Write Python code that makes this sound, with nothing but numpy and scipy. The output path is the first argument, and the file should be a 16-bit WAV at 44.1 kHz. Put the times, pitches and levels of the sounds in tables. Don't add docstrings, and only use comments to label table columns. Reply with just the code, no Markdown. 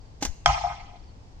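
import sys
import numpy as np
from scipy import signal
from scipy.fft import rfft, irfft, next_fast_len
from scipy.io import wavfile
from scipy.ndimage import uniform_filter1d

SR = 44100
rng = np.random.default_rng(int(sys.argv[2]) if len(sys.argv) > 2 else 0)


def inscribe(sig):
    pcm = np.round(np.clip(np.atleast_2d(sig).T, -1, 1) * 32767)
    wavfile.write(sys.argv[1], SR, pcm.astype(np.int16))


N = 61739
SIDE = np.array([[.5], [-.5]])


def can():
    # t/s, level/dB, dull above f/Hz, decay stretch/ratio
    hits = [(.4594, -5.5, 8330, 1.24), (.478, -22, 2975, 2), (.501, -10.5, 1100, 0.55),
            (.5307, -26.5, 1064, 1.2), (.5761, -23.5, 1480, 1.5), (.638, -13, 790, 4.26),
            (.667, -24.5, 1300, 2.26), (.699, -27.5, 1390, 4.5), (.722, -31, 2700, 1.73),
            (.7951, -45, 1410, 4.4), (.9129, -42, 1040, 1.8), (.9335, -40.5, 950, 2.7),
            (.955, -39, 1050, 1.6)]
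    smack, echoes, t = np.zeros(N), np.zeros(N), np.arange(SR // 10) / SR
    impact_s, *impact = hits[0]
    add(smack, impact_s, can_ring(*impact, rise_s=.0003))
    crack_band = signal.butter(4, [900, 7000], "bandpass", fs=SR, output="sos")
    crack = signal.sosfilt(crack_band, rng.standard_normal(len(t)))
    add(smack, impact_s, crack * decay(t, db=-24, t60=0.051))
    for start, db, dull_hz, stretch in hits[1:]:
        add(echoes, start, can_ring(db, dull_hz, stretch, rise_s=1.5 / dull_hz))
    heard = smack + echoes + amp(-4.5) * yard(smack)
    low_cut = signal.butter(4, 634, "highpass", fs=SR, output="sos")
    thud = amp(-13) * smack
    heard = signal.sosfilt(low_cut, heard) + thud
    return mic_ports(heard, arrive_ms=(.113, 0), bounce_ms=(1.16, 1.0), bounce_gain=(0.72, 0.46))


def can_ring(level_db, dull_hz, stretch, rise_s):
    # f/Hz, level/dB, t60/s before the stretch
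    can_modes = [(714.2, -2, 0.04), (800.6, -5, 0.041), (864.4, -13.5, 0.046), (950, -11, 0.026),
                 (1018, -15, 0.055), (1251.3, -2.5, 0.032), (1309, -6.5, 0.032), (1516, -9.5, 0.028),
                 (2055, -20, 0.058), (2139, -12, 0.033), (2284, -10, 0.017), (2882, -32, 0.0242),
                 (3050, -20.5, 0.06), (3233, -6, 0.021), (3395, -8.5, 0.0081), (3530, -41, .02),
                 (4766, -16, 0.021), (4965, -14.5, 0.019), (5440, -15.5, 0.035), (5527, -13.5, 0.03),
                 (5660, -16.5, 0.029), (6400, -22.5, 0.017), (6295, -11.5, 0.0092)]
    t = np.arange(SR // 2) / SR
    hz, db, t60 = np.transpose(can_modes)[:, :, None]
    partials = decay(t, db, t60 * stretch) * np.sin(2 * np.pi * hz * t)
    dulled = partials / (1 + (hz / dull_hz) ** 6)
    return amp(level_db) * dulled.sum(0) * (1 - np.exp(-t / rise_s))


def boom():
    # f/Hz, level/dB, t60/s
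    slack_modes = [(52, -19.5, 0.29), (78.6, -27, 0.41), (138.7, -20, 0.157)]
    # t/s, level/dB
    arrivals = [(0.464, 3.5), (.548, -14.5), (0.602, -14), (0.644, -13.5), (.69, -12)]
    out, t = np.zeros(N), np.arange(SR // 2) / SR
    swell = np.minimum(t / 0.036, 1)
    body = -ring(t, slack_modes) * swell
    for start, db in arrivals:
        add(out, start, amp(db) * body)
    return out * amp(2 * SIDE)


def rubber_band():
    # t/s, attack/s, t60/s, level/dB, tilt/dB per octave, knock/dB
    snaps = [(0.205, 0.0088, 0.39, -42.5, -1.6, -71.5), (0.2236, 0.0017, 0.087, -23.5, -0.67, -22.5),
             (.249, 0.0022, 0.056, -23, -0.55, -31), (.261, 0.0015, 0.11, -38, -1.3, -49.5)]
    # f/Hz, relative level/dB
    rubber_eq = [(88, -44), (150, -36), (265, -11.5), (467, -24), (875, -23), (1370, -27), (1670, -20),
                 (1950, -23.5), (4720, -23), (6210, -14), (9560, -37.5), (15300, -42), (16200, -58.5)]
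    # f/Hz, left-right likeness
    image = [(150, 0.99), (900, 1), (1500, 0.35), (3000, 0.9), (4500, 0.67), (15000, 0.5)]
    # f/Hz, level/dB, t60/s
    fork_modes = [(268.5, 5, 0.039), (832, -1.5, .06), (4860, -7, 0.044), (5840, -14, 0.032)]
    out, t = np.zeros((2, N)), np.arange(SR // 5) / SR
    knock = ring(t, fork_modes)
    for start, rise, t60, db, tilt_db, knock_db in snaps:
        grain = amp(flutter(len(t), smooth_samples=40))
        tone = lambda hz: amp(curve(rubber_eq, hz) + tilt_db * np.log2((hz + 50) / 1000)) * (hz > 120)
        noise = unit_rms(filtered(stereo_noise(len(t), image) * grain, tone))
        burst = noise * decay(np.maximum(t - rise, 0), db, t60) + amp(knock_db) * knock
        add(out, start, burst * np.minimum(t / rise, 1) ** 2)
    heard = out + amp(-20.5) * yard(out.mean(0))
    return mic_ports(heard, arrive_ms=(0, .068), bounce_ms=(1.41, .98), bounce_gain=(0.3, 0.12))


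def puffs():
    # t/s, level/dB, width/s, left-right balance/dB
    pushes = [(0.252, -31.5, 0.0038, 13), (.28, -29, 0.0041, 14), (0.297, -30, 0.0044, 22)]
    t, out = np.arange(N) / SR, 0
    rebound_depth, rebound_s = 0.24, 0.011
    for centre, db, width, pan_db in pushes:
        bump = np.exp(-((t - centre) / width) ** 2)
        late = np.maximum(t - centre - width, 0) / rebound_s
        rebound = rebound_depth * np.e * late * np.exp(-late)
        out = out + amp(db + pan_db * SIDE) * (bump - rebound)
    return out


def yard(x):
    # f/Hz, t60/s
    tail_t60 = [(300, 1), (700, 0.9), (1500, 0.7), (3000, 1), (6000, 0.81), (11000, 0.59)]
    # f/Hz, relative level/dB
    tail_eq = [(500, -27), (750, 0), (1000, 4.5), (1250, 1.5), (1600, -8), (2050, 4.5), (2400, 2.5),
               (2750, 6), (3250, -9), (4200, 5), (5500, -0.7), (7000, 7), (10000, -1.5), (14000, 0.5)]
    wide_noise = stereo_noise(SR, image=[(1, 0.27)])
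    hz, t, cells = signal.stft(wide_noise, SR, nperseg=256)
    patches = uniform_filter1d(rng.standard_normal(cells.shape[1:]), size=5, axis=0)
    patches_db = 3.5 * unit_rms(uniform_filter1d(patches, size=6, axis=1))
    field_db = curve(tail_eq, hz)[:, None] - 60 * t / curve(tail_t60, hz)[:, None] + patches_db
    tail = signal.istft(cells * amp(field_db), SR, nperseg=256)[1]
    predelay = round(.012 * SR)
    tail = np.pad(tail / np.linalg.norm(tail[0]), ((0, 0), (predelay, 0)))
    return signal.fftconvolve(x[None], tail, axes=1)[:, :N]


def cricket():
    # t/s, level/dB, length/s
    pulses = [(0.015, -60, 0.0083), (.04, -79, 0.0087), (0.06, -62, 0.008), (0.092, -68.5, 0.03),
              (0.15, -70, .014), (1.0, -65, .014), (1.042, -57.5, 0.0069), (1.064, -71, 0.0051),
              (1.082, -61.5, 0.024), (1.112, -64.5, .012)]
    t = np.arange(N) / SR
    rough = 1 + 0.19 * flutter(N, smooth_samples=90)
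    envelope = sum(amp(db) * np.exp(-((t - centre) * 2 / length) ** 2) for centre, db, length in pulses)
    return envelope * rough * np.sin(2 * np.pi * 4570 * t)


def bird(start_s=1.062, length_s=.048, from_hz=4900, to_hz=4050):
    progress = np.clip((np.arange(N) / SR - start_s) / length_s, 0, 1)
    hz = from_hz + (to_hz - from_hz) * progress
    return amp(-63) * np.sin(np.pi * progress ** 2) * np.sin(2 * np.pi * np.cumsum(hz) / SR)


def ambience():
    # f/Hz, relative level/dB
    bed_eq = [(15, -2.5), (30, -0.5), (55, -6.), (100, -7), (150, -16.5), (250, -21.5), (420, -26.),
              (900, -27), (1300, -36), (2500, -40.5), (3800, -41.5), (5000, -38.5), (7000, -45.5),
              (8500, -54), (10000, -67), (16200, -75.5)]
    # f/Hz, left-right balance/dB
    balance = [(60, 3.5), (240, -0.5), (950, 1), (3770, -1.5), (15000, 1.5)]
    # f/Hz, left-right likeness
    image = [(30, 0.66), (90, 0.94), (200, 0.93), (350, 0.85), (550, 0.23), (1000, -0.28), (1400, -.3),
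             (3000, -0.19), (15000, .05)]
    tone = lambda hz: amp(curve(bed_eq, hz) + SIDE * curve(balance, hz)) * (hz > 15)
    return amp(-46) * unit_rms(filtered(stereo_noise(N, image), tone))


def mic_ports(x, arrive_ms, bounce_ms, bounce_gain):
    # f/Hz, left-right balance/dB
    shade = [(450, 1), (730, 4), (1050, 0.5), (2500, -0.5), (3500, 1.), (5500, -6), (8000, 4.)]
    delay = lambda hz, ms: np.exp(-2j * np.pi * hz * np.array(ms)[:, None] / 1000)
    direct = lambda hz: amp(SIDE * curve(shade, hz)) * delay(hz, arrive_ms)
    comb = lambda hz: 1 + np.array(bounce_gain)[:, None] * delay(hz, bounce_ms)
    return filtered(x, lambda hz: direct(hz) * comb(hz))


def amp(db):
    return 10 ** (np.asarray(db) / 20)


def decay(t, db, t60):
    return amp(db - 60 * t / t60)


def ring(t, modes):
    return sum(decay(t, db, t60) * np.sin(2 * np.pi * hz * t) for hz, db, t60 in modes)


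def unit_rms(x):
    return x / np.sqrt(np.mean(x ** 2) + 1e-20)


def flutter(size, smooth_samples):
    return unit_rms(uniform_filter1d(rng.standard_normal(size), size=smooth_samples))


def curve(points, hz):
    f, value = np.transpose(points)
    return np.interp(np.log(hz + 1), np.log(f + 1), value)


def add(mix, start_s, sound):
    part = mix[..., round(start_s * SR):][..., :sound.shape[-1]]
    part += sound[..., :part.shape[-1]]


def filtered(x, gain):
    size = next_fast_len(2 * x.shape[-1])
    spectrum = rfft(x, size) * gain(np.fft.rfftfreq(size, 1 / SR))
    return irfft(spectrum, size)[..., :x.shape[-1]]


def stereo_noise(size, image):
    left, other = rng.standard_normal((size, 2)).T
    likeness = lambda hz: np.clip(curve(image, hz), -1, 1)
    right = filtered(left, likeness) + filtered(other, lambda hz: np.sqrt(1 - likeness(hz) ** 2))
    return np.array([left, right])


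def scene():
    return can() + boom() + rubber_band() + puffs() + ambience() + cricket() + bird()


def record(dry):
    ceiling, cutoff_hz = 1.1, 16300
    soft = ceiling * np.tanh(dry / ceiling)
    high_cut = signal.firwin(511, cutoff_hz, window=("kaiser", 9), fs=SR)
    return signal.oaconvolve(soft, high_cut[None], "same")


dry = scene()
out = record(dry)
inscribe(out)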